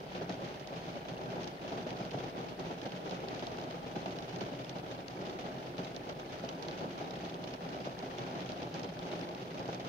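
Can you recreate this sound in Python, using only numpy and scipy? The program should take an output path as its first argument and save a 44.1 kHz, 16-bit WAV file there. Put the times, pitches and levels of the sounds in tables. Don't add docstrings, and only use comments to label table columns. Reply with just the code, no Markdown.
import sys
import numpy as np
from scipy import signal
from scipy.fft import rfft, irfft
from scipy.io import wavfile
from scipy.ndimage import uniform_filter1d

SR = 44100
rng = np.random.default_rng(int(sys.argv[2]) if len(sys.argv) > 2 else 0)


def inscribe(sig):
    pcm = np.round(np.clip(np.atleast_2d(sig).T, -1, 1) * 32767)
    wavfile.write(sys.argv[1], SR, pcm.astype(np.int16))


N = 435708

# (time [s], relative level [dB])
SHOWER_SWELL = [(0.0, -45), (0.35, -43.5), (0.7, -44.5), (1.4, -41), (1.55, -46), (2.0, -43), (2.5, -41.5),
                (3.3, -43.5), (3.85, -43.5), (4.4, -44), (5.3, -42), (5.7, -44.5), (6.6, -43.5),
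                (7.55, -42.5), (8.8, -45.5), (9.88, -42)]


def patter(count=5200, spread_db=2.5, splash_db=7.5, pan_db=1.5):
    times = rng.uniform(0, N / SR, count)
    size, splash, place = np.clip(rng.standard_normal((count, 3)), -2, 2).T
    shower_db = np.interp(np.arange(N) / SR, *np.transpose(SHOWER_SWELL))

    thud_hits = unit(impacts(times, undb(spread_db * size)))
    thuds = cloth(thud_hits, push_db=-7.5, ripple_db=-4.0, ripple_s=0.011, side_db=-2.5, ring_db=8.5)

    drop_db = spread_db * size + splash_db * splash
    left = unit(impacts(times, undb(drop_db + pan_db * place)))
    right = unit(impacts(times, undb(drop_db - pan_db * place)))
    sprays = spray(left, right, crack_s=0.0087, tail_s=0.021, tail_db=4.0)

    spray_db = -59 + 0.65 * (shower_db - shower_db.mean())
    return undb(shower_db - 1) * thuds + undb(spray_db) * sprays


# (frequency [Hz], relative level [dB])
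THUD_COMMON = [(25, -38), (90, -10.5), (125, -2.5), (220, -3), (450, -0.5), (560, 0), (625, 1.5),
               (760, -2.5), (820, -1.5), (900, -11), (970, -9.5), (1040, -20), (1550, -17.5), (5000, -76)]
# (frequency [Hz], relative level [dB])
THUD_OPPOSED = [(30, -31), (170, -8.5), (270, -1.5), (350, -5), (440, -2), (540, -7.5), (700, -0.5),
                (900, -0.5), (1000, -3), (1100, -2), (1180, -4), (1420, -9.5), (5000, -75)]


def cloth(hits, push_db, ripple_db, ripple_s, side_db, ring_db):
    push = undb(push_db) * hits
    motion = push + undb(ripple_db) * scatter(hits, ripple_s)
    place = rng.uniform(-1, 1, N)
    tilt = push * place + undb(ripple_db) * scatter(hits, ripple_s)
    ring = undb(ring_db) * canopy(hits, ripple_s)
    mid = colour(motion - motion.mean() + ring, THUD_COMMON)
    return stereo(mid, undb(side_db) * colour(tilt, THUD_OPPOSED))


# (frequency [Hz], bandwidth [Hz], relative level [dB])
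CANOPY_MODES = [(127.8, 20.4, -3.5), (172.7, 17.8, 1), (266.7, 38.5, -6), (366.3, 21, -4.5)]
# (time [s], relative level [dB])
RING_STRENGTH = [(0.0, 0), (0.4, 1.5), (0.7, -1.5), (1.1, -2.5), (1.5, -1), (1.8, 0), (2.05, 1.5),
                 (2.35, -1.5), (2.8, 1.0), (3.05, -1.5), (3.45, -1), (3.6, -1), (4.55, 1.5), (4.8, -0.5),
                 (5.4, 0.5), (5.8, 0), (6.55, -0.5), (6.9, -1), (7.1, -0.5), (7.3, 0), (7.65, 0), (7.9, 1),
                 (8.35, -1), (8.5, 1.5), (8.9, 3.0), (9.15, 1), (9.35, 1.5), (9.86, -0.5)]


def canopy(hits, ripple_s):
    t = np.arange(N) / SR
    ring = 0
    for hz, width_hz, db in CANOPY_MODES:
        resonator = signal.iirpeak(hz, hz / width_hz, SR)
        mode = signal.lfilter(*resonator, scatter(hits, ripple_s))
        drift_s = 0.003995 * walk(4)
        ring = ring + undb(db) * np.interp(t + drift_s, t, mode)
    return undb(np.interp(t, *np.transpose(RING_STRENGTH))) * ring


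# (frequency [Hz], relative level [dB])
LEFT_SPRAY_TONE = [(500, -9), (1400, -0.5), (2300, 1), (3100, -1), (4000, -5), (4900, -8.5), (5600, -19),
                   (6400, -20), (6900, -28), (7700, -27), (14000, -77)]
# (frequency [Hz], relative level [dB])
RIGHT_SPRAY_TONE = [(500, -11.5), (1500, 2.5), (1700, 0.5), (1950, 0.5), (2300, 2.5), (2600, 0.5),
                    (2850, 2.5), (3150, 3), (4100, -1.5), (4900, -1.5), (5900, -3.5), (6300, -3),
                    (7000, -13.5), (7900, -25.5), (14000, -32)]


def spray(left_hits, right_hits, crack_s, tail_s, tail_db):
    sides = []
    for hits, tone in ((left_hits, LEFT_SPRAY_TONE), (right_hits, RIGHT_SPRAY_TONE)):
        crack = scatter(hits, crack_s)
        tail = undb(tail_db) * scatter(hits, tail_s)
        sides.append(colour(crack + tail, tone))
    return np.array(sides)


# (time [s], length [s], level change [dB])
PATTER_GAPS = [(0.582, 0.038, -4.5), (0.833, 0.053, -3), (1.095, 0.071, -2), (2.565, 0.032, -10),
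               (2.76, .04, -7.5), (2.904, 0.036, -4.5), (4.268, 0.023, -8), (4.652, 0.036, -7),
               (4.82, 0.025, -5), (5.094, 0.077, -5), (5.725, 0.025, -5), (7.578, 0.043, -9.5),
               (7.96, 0.062, -2.5)]


def lulls():
    t = np.arange(N) / SR
    return sum(db * np.exp(-np.pi * ((t - s) / length_s) ** 2) for s, length_s, db in PATTER_GAPS)


# (time [s], relative thud level [dB], relative splash level [dB], mean delay of the fragments [s])
FAT_DROPS = [(0.15, -38.5, -46.5, 0.025), (0.218, -42, -48, 0.011), (0.293, -40, -52, 0.0083),
             (0.419, -41, -64, 0.014), (0.721, -45, -58, 0.016), (0.954, -38.5, -52, 0.011),
             (1.083, -40.5, -46.5, 0.033), (1.319, -45, -51, 0.008), (1.359, -39, -62, 0.025),
             (1.407, -45, -47, 0.017), (1.638, -38.5, -48, 0.028), (1.72, -36.5, -45, 0.026),
             (1.776, -38, -49, 0.02), (1.864, -42.5, -48.5, 0.033), (2.001, -37.5, -46, 0.024),
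             (2.131, -38.5, -48, 0.035), (2.238, -42.5, -50, 0.0098), (2.379, -40, -49, 0.012),
             (2.59, -40.5, -50, 0.02), (2.658, -44, -50, 0.012), (2.71, -39.5, -48.5, 0.018),
             (2.854, -44, -47, 0.0099), (3.057, -38, -46.5, 0.034), (3.111, -40, -51, 0.018),
             (3.306, -40, -48, 0.034), (3.424, -39.5, -47, 0.0066), (3.584, -44, -52, 0.0019),
             (3.638, -42, -51, 0.0041), (3.743, -43, -55, 0.0039), (3.957, -36.5, -49, 0.018),
             (4.059, -39, -51, 0.018), (4.36, -44, -57, 0.026), (4.41, -37, -44, 0.016),
             (4.462, -42, -51, 0.016), (4.757, -39, -50, 0.018), (5.481, -45, -66, 0.0077),
             (5.783, -39, -48.5, 0.016), (6.09, -39, -47, 0.013), (6.197, -47, -50.5, 0.003),
             (6.328, -48, -46, 0.011), (6.435, -46, -48, 0.019), (6.681, -50, -58, 0.036),
             (6.807, -37, -47.5, 0.02), (6.839, -44, -52, 0.012), (7.004, -40.5, -48.5, 0.017),
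             (7.238, -41, -48, 0.032), (7.608, -47, -61, 0.012), (7.724, -39, -47, 0.037),
             (7.85, -40, -45.5, 0.018), (8.025, -42.5, -51, 0.012), (8.179, -38, -46, 0.039),
             (8.263, -37.5, -45.5, 0.037), (8.351, -36.5, -45.5, 0.037), (8.558, -47, -50, 0.017),
             (8.618, -38.5, -48.5, 0.026), (8.748, -37.5, -43.5, 0.025), (8.834, -40, -53, 0.019),
             (9.049, -37.5, -50, 0.045), (9.111, -39.5, -46, 0.036), (9.207, -39, -58, 0.037),
             (9.6, -40, -51, 0.01), (9.688, -40, -56, 0.006), (9.75, -48, -53, 0.0073)]


def drips():
    s, thud_db, splash_db, fall_s = np.transpose(FAT_DROPS)
    thud_hits = break_up(s, undb(thud_db), fall_s)
    thuds = cloth(thud_hits, push_db=26.0, ripple_db=20.5, ripple_s=0.0067, side_db=-1.0, ring_db=36.5)
    wet = break_up(s, undb(splash_db), fall_s)
    return thuds + undb(25.5) * spray(wet, wet, crack_s=0.0039, tail_s=0.0025, tail_db=-2.5)


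def break_up(times, sizes, fall_s, count=16):
    contact_s = 0.0014
    share = contact_s / (contact_s + fall_s)
    chance, sway = rng.random((len(times), 2, count)).transpose(1, 2, 0)
    rank = (np.arange(count)[:, None] + chance) / count
    late = times - fall_s * np.log(1 - rank)
    pieces = sizes * np.sqrt((1 - share) / count) * np.sign(sway - .5)
    return impacts(times, sizes * np.sqrt(share)) + impacts(late.ravel(), pieces.ravel())


# (time [s], relative level [dB], pitch [Hz])
CLOTH_KNOCKS = [(0.218, -27, 593), (0.3945, -31, 570), (0.4202, -32, 550), (0.9583, -44, 460),
                (1.7252, -31, 735), (1.8686, -27, 530), (1.9245, -31.5, 576), (2.0108, -32, 670),
                (2.1458, -26, 520), (2.864, -30, 744), (3.1261, -31, 460), (3.2366, -27.5, 430),
                (3.4317, -32, 550), (4.0609, -27.5, 690), (4.3621, -35, 580), (4.892, -35, 520),
                (5.7993, -28, 530), (6.0965, -31, 530), (6.4396, -29, 597), (6.8444, -27, 556),
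                (7.0114, -28, 600), (7.7658, -32, 463), (7.8729, -29, 570), (8.2326, -32, 540),
                (8.638, -36, 457), (9.1362, -28, 520), (9.6898, -28, 510)]


def knocks(blow_db=-6.5, length_s=0.0021, ring_db=8):
    s, db, _ = np.transpose(CLOTH_KNOCKS)
    rows = [(at, knock_db + blow_db, hz, length_s, 0) for at, knock_db, hz in CLOTH_KNOCKS]
    blows = taps(rows, rough=0.033, apart=0.56)
    hits = impacts(s, undb(db + ring_db))
    return blows + cloth(hits, push_db=-23, ripple_db=1, ripple_s=0.0062, side_db=-3, ring_db=14)


# (time [s], relative level [dB], centre frequency [Hz], nominal length [s], left minus right [dB])
CLOSE_DROPS = [(0.151, -47, 3100, 0.0032, -2), (0.296, -41.0, 4000, 0.0017, -3),
               (0.324, -45.5, 3420, 0.0027, -4), (0.488, -48, 3700, 0.002, -2),
               (0.674, -43, 3800, 0.0022, -2), (1.259, -50, 3200, 0.0027, 5),
               (1.406, -51, 3400, 0.0037, -5), (1.433, -45, 3300, 0.0031, -6),
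               (1.4438, -43, 3480, 0.0028, -3), (1.4765, -42, 4200, 0.0018, -8),
               (1.726, -53, 3200, 0.0044, 2), (1.906, -42.5, 3100, 0.0043, 1),
               (2.052, -44, 3500, 0.002, -4), (2.1105, -44, 3200, 0.0031, -3),
               (2.115, -44, 3100, 0.0028, -1), (2.413, -46, 3700, 0.0016, -2),
               (2.597, -46.0, 3600, 0.0034, -9), (2.8164, -42.5, 3500, 0.0022, -5),
               (2.921, -43, 2880, 0.0024, -3), (3.096, -46.5, 3700, 0.0035, 1),
               (3.1104, -43.0, 3600, 0.0035, -4), (3.1211, -50, 3200, 0.0041, -6),
               (3.286, -41, 3380, 0.0026, -4), (3.348, -44.5, 4000, 0.0021, -4),
               (3.395, -42.5, 3080, 0.0032, -2), (3.4693, -37, 4000, 0.0015, 2),
               (3.573, -47, 3500, 0.0019, -3), (3.6, -47, 3200, 0.0029, -3),
               (3.614, -47.5, 3200, 0.0035, -5), (3.71, -44.5, 3200, 0.0027, -2),
               (3.963, -51, 2900, 0.0032, 3), (4.06, -42, 3120, 0.0034, 1), (4.1659, -51, 3300, 0.0027, 0),
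               (4.1879, -40.5, 3280, 0.0022, -5), (4.225, -44.5, 3000, 0.0016, 0),
               (4.362, -42, 3460, 0.002, -1), (4.409, -42.5, 3400, 0.0046, -7),
               (4.647, -44.5, 3400, 0.0021, -2), (4.6954, -40.5, 3770, 0.003, -4),
               (4.786, -46, 3400, 0.0025, 0), (5.083, -41, 3800, 0.0026, 0),
               (5.268, -45.0, 3500, 0.0022, 0), (5.2978, -49, 4000, 0.0028, 1),
               (5.782, -41, 2960, 0.0026, 4), (5.8474, -42.5, 3650, 0.0027, -5),
               (5.948, -45, 3200, 0.0016, 4), (5.9643, -38, 3900, 0.0018, -5),
               (6.097, -41.5, 3540, 0.0022, -3), (6.449, -44, 3380, 0.0022, -5),
               (6.491, -38.5, 3070, 0.0034, -3), (6.626, -38.5, 4030, 0.0017, -8),
               (6.685, -39.0, 3300, 0.0027, -4), (6.712, -43.5, 3300, 0.0025, -2),
               (6.7922, -46.5, 3500, 0.0021, -4), (7.109, -44.5, 3700, 0.0035, -3),
               (7.163, -46, 3700, 0.0012, 2), (7.2513, -47.0, 3600, 0.0035, -1),
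               (7.2973, -44.5, 3480, 0.0023, 6), (7.344, -43.5, 3580, 0.0017, 2),
               (7.441, -42, 3300, 0.0028, -7), (7.539, -42.5, 3700, 0.0019, -6),
               (7.847, -48.5, 2860, 0.0046, -2), (7.991, -42, 3880, 0.0021, -5),
               (8.185, -41.0, 3500, 0.0019, -6), (8.193, -47, 3600, 0.003, -2),
               (8.2201, -48, 3100, 0.0025, 1), (8.4068, -43.0, 3000, 0.003, -1),
               (8.492, -42, 3400, 0.0029, -4), (8.52, -43.5, 3500, 0.0023, -4),
               (8.5765, -47, 3500, 0.0019, -2), (8.6215, -49, 3100, 0.0036, -1),
               (8.63, -45.5, 3300, 0.0025, -2), (8.743, -42.5, 3600, 0.0031, -3),
               (8.7967, -43, 3800, 0.0022, -14), (8.8335, -44, 3700, 0.0037, -6),
               (8.8453, -43.0, 3100, 0.0025, -1), (8.992, -41, 3700, 0.0016, -2),
               (9.1175, -46, 3300, 0.0035, 1), (9.194, -48, 4000, 0.0017, -9),
               (9.213, -43, 3500, 0.0027, 1), (9.29, -47, 3100, 0.0035, -2),
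               (9.349, -42.5, 3200, 0.0019, -4), (9.595, -43.5, 3930, 0.0017, -9),
               (9.747, -40, 4100, 0.0014, -3)]


def ticks(click_db=-11, click_db_per_hz=0.0035, sizzle_db=10, thud_db=8.0, wetness=1.7):
    s, db, hz, length_s, pan_db = np.transpose(CLOSE_DROPS)
    click_hits = impacts(s, undb(db + click_db + click_db_per_hz * (hz - hz.mean())))
    click = colour(click_hits, [(1500, -25), (6000, -2), (9000, 5), (15000, -3)])

    wet = (length_s / length_s.mean()) ** (wetness / 2)
    left = impacts(s, wet * undb(db + pan_db / 2))
    right = impacts(s, wet * undb(db - 0.72 * pan_db / 2))
    sizzle = spray(left, right, crack_s=0.0057, tail_s=0.01, tail_db=4.0)

    thud_hits = impacts(s + 0.003, undb(db + thud_db))
    thuds = cloth(thud_hits, push_db=6.5, ripple_db=7, ripple_s=0.019, side_db=3.0, ring_db=15.5)
    bursts = spats(CLOSE_DROPS, octaves=0.55, lag_s=0.000506, core=.5, skirt=0.37)
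    return click + undb(-1.03) * bursts + undb(sizzle_db) * sizzle + thuds


def spats(rows, octaves, lag_s, core, skirt, size=768):
    snap_from_db, snap_size = -39.5, 5.1
    out, t = np.zeros((2, N + size)), (np.arange(size) - size // 2) / SR
    grid = np.maximum(np.arange(size // 2 + 1) * SR / size, 1)
    top = 1 / np.sqrt(1 + (grid / 6800) ** 20)
    for s, db, hz, length_s, pan_db in rows:
        height = np.log2(grid / hz)
        delay = np.exp(2j * np.pi * lag_s * np.cumsum(height) * SR / size)
        band = np.exp(-.5 * (height / octaves) ** 2)
        swell = np.exp(-np.pi / 2 * (t / (core * length_s)) ** 2)
        swell += skirt * np.exp(-(t / length_s - .5) ** 2)
        burst = rng.standard_normal((2, size)) * swell
        burst[:, size // 2] += snap_size * min(undb(db - snap_from_db) ** 2, 1)
        burst = irfft(rfft(burst) * band * top * delay)
        burst *= np.sqrt(length_s * SR / np.sum(burst ** 2, axis=1, keepdims=True))
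        pan = unit(undb([[pan_db / 2], [-pan_db / 2]]))
        start = int(np.clip(s * SR, 0, N))
        out[:, start:start + size] += undb(db) * pan * burst
    return out[:, size // 2:size // 2 + N]


def droplets(count=1800):
    when, size, pitch, place, length = rng.random((count, 5)).T
    db = -56 + 9.5 * size ** 3 - 8.5 * pitch
    hz = 1378 * 2 ** (1.936 * pitch)
    length_s = 0.0017 * (.5 + length)
    pan_db = 14 * (place - .5) - 8 * pitch ** 3
    return taps(np.transpose([when * N / SR, db, hz, length_s, pan_db]), rough=0.082, apart=1.87)


def taps(rows, rough, apart, size=384):
    # (time [s], level [dB], pitch [Hz], length [s], left minus right [dB])
    out, t = np.zeros((2, N + size)), (np.arange(size) - size // 2) / SR
    for s, db, hz, length_s, pan_db in rows:
        wobble = rough * np.cumsum(rng.standard_normal((2, size)), axis=1)
        offset = rng.uniform(0, 2 * np.pi) + apart * rng.standard_normal((2, 1))
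        phase = 2 * np.pi * hz * t + wobble + offset
        swell = np.sqrt(2) * np.exp(-np.pi / 2 * (t / length_s) ** 2)
        gain = undb([[db + pan_db / 2], [db - pan_db / 2]])
        start = int(np.clip(s * SR, 0, N))
        out[:, start:start + size] += gain * swell * np.sin(phase)
    low_pass = signal.butter(6, 6500, fs=SR, output="sos")
    return signal.sosfilt(low_pass, out[:, size // 2:size // 2 + N])


# (frequency [Hz], relative level [dB])
RIVER_TONE = [(20, -36), (40, -3), (90, 1.5), (160, 0), (650, 3.5), (1100, -12.5), (3000, -13.5),
              (5500, -23.5), (9000, -50.5)]


def river():
    high_pass = signal.butter(1, 600, "high", fs=SR, output="sos")
    side = signal.sosfilt(high_pass, colour(noise(), RIVER_TONE))
    level_db = -52.5 + 1.0 * walk(3.0)
    return undb(level_db) * stereo(colour(noise(), RIVER_TONE), side)


# (mean frequency [Hz], mean level [dB])
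HUM_TONES = [(40, -74.5), (61.7, -70.5)]


def hum():
    total = 0
    for hz, db in HUM_TONES:
        level = np.sqrt(2) * undb(db + 2.7 * walk(0.88))
        phase = 2 * np.pi * np.cumsum(hz + 0.623 * walk(2.05)) / SR
        total = total + level * np.sin(phase)
    return total


def whistle():
    start_s, end_s, hz, db = 9.095, 9.265, 9074, -81.5
    t = np.arange(N) / SR
    gate = uniform_filter1d(1. * ((t > start_s) & (t < end_s)), size=600)
    return np.sqrt(2) * undb(db) * gate * np.sin(2 * np.pi * hz * t)


def undb(db):
    return 10 ** (np.asarray(db) / 20)


def unit(x):
    return x / np.sqrt(np.mean(x ** 2))


def noise():
    return rng.standard_normal(N)


def walk(rate):
    k = int(SR / rate)
    steps = np.repeat(rng.standard_normal(N // k + 2), k)
    return unit(uniform_filter1d(steps, k)[:N])


def colour(x, points, size=4096):
    hz, db = np.transpose(points)
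    grid = np.maximum(np.arange(size // 2 + 1) * SR / size, 1)
    cepstrum = irfft(np.log(undb(np.interp(np.log(grid), np.log(hz), db))))
    cepstrum[1:size // 2] *= 2
    cepstrum[size // 2 + 1:] = 0
    response = irfft(np.exp(rfft(cepstrum)))
    return signal.oaconvolve(x, response / np.linalg.norm(response))[:N]


def impacts(times, sizes):
    return np.bincount(np.clip(times * SR, 0, N - 1).astype(int), sizes, N)


def scatter(hits, decay_s):
    keep = np.exp(-2 / (decay_s * SR))
    energy = signal.lfilter([1 - keep], [1, -keep], hits ** 2 + 1e-18)
    return noise() * np.sqrt(energy)


def stereo(mid, side):
    return np.array([mid + side, mid - side])


def scene():
    lull_db = lulls()
    rain = undb(lull_db) * patter() + undb(lull_db / 2) * droplets()
    return rain + drips() + knocks() + ticks() + river() + hum() + whistle()


# (frequency [Hz], relative level [dB])
HISS_TONE = [(100, 0), (8000, -0.91), (13000, -0.16), (15500, -0.46)]


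def record(dry):
    hiss = undb(-69.5) * np.array([colour(noise(), HISS_TONE) for _ in dry])
    low_pass = signal.ellip(10, .2, 70, 15750, fs=SR, output="sos")
    return signal.sosfilt(low_pass, dry + hiss)


dry = scene()
out = record(dry)
inscribe(out)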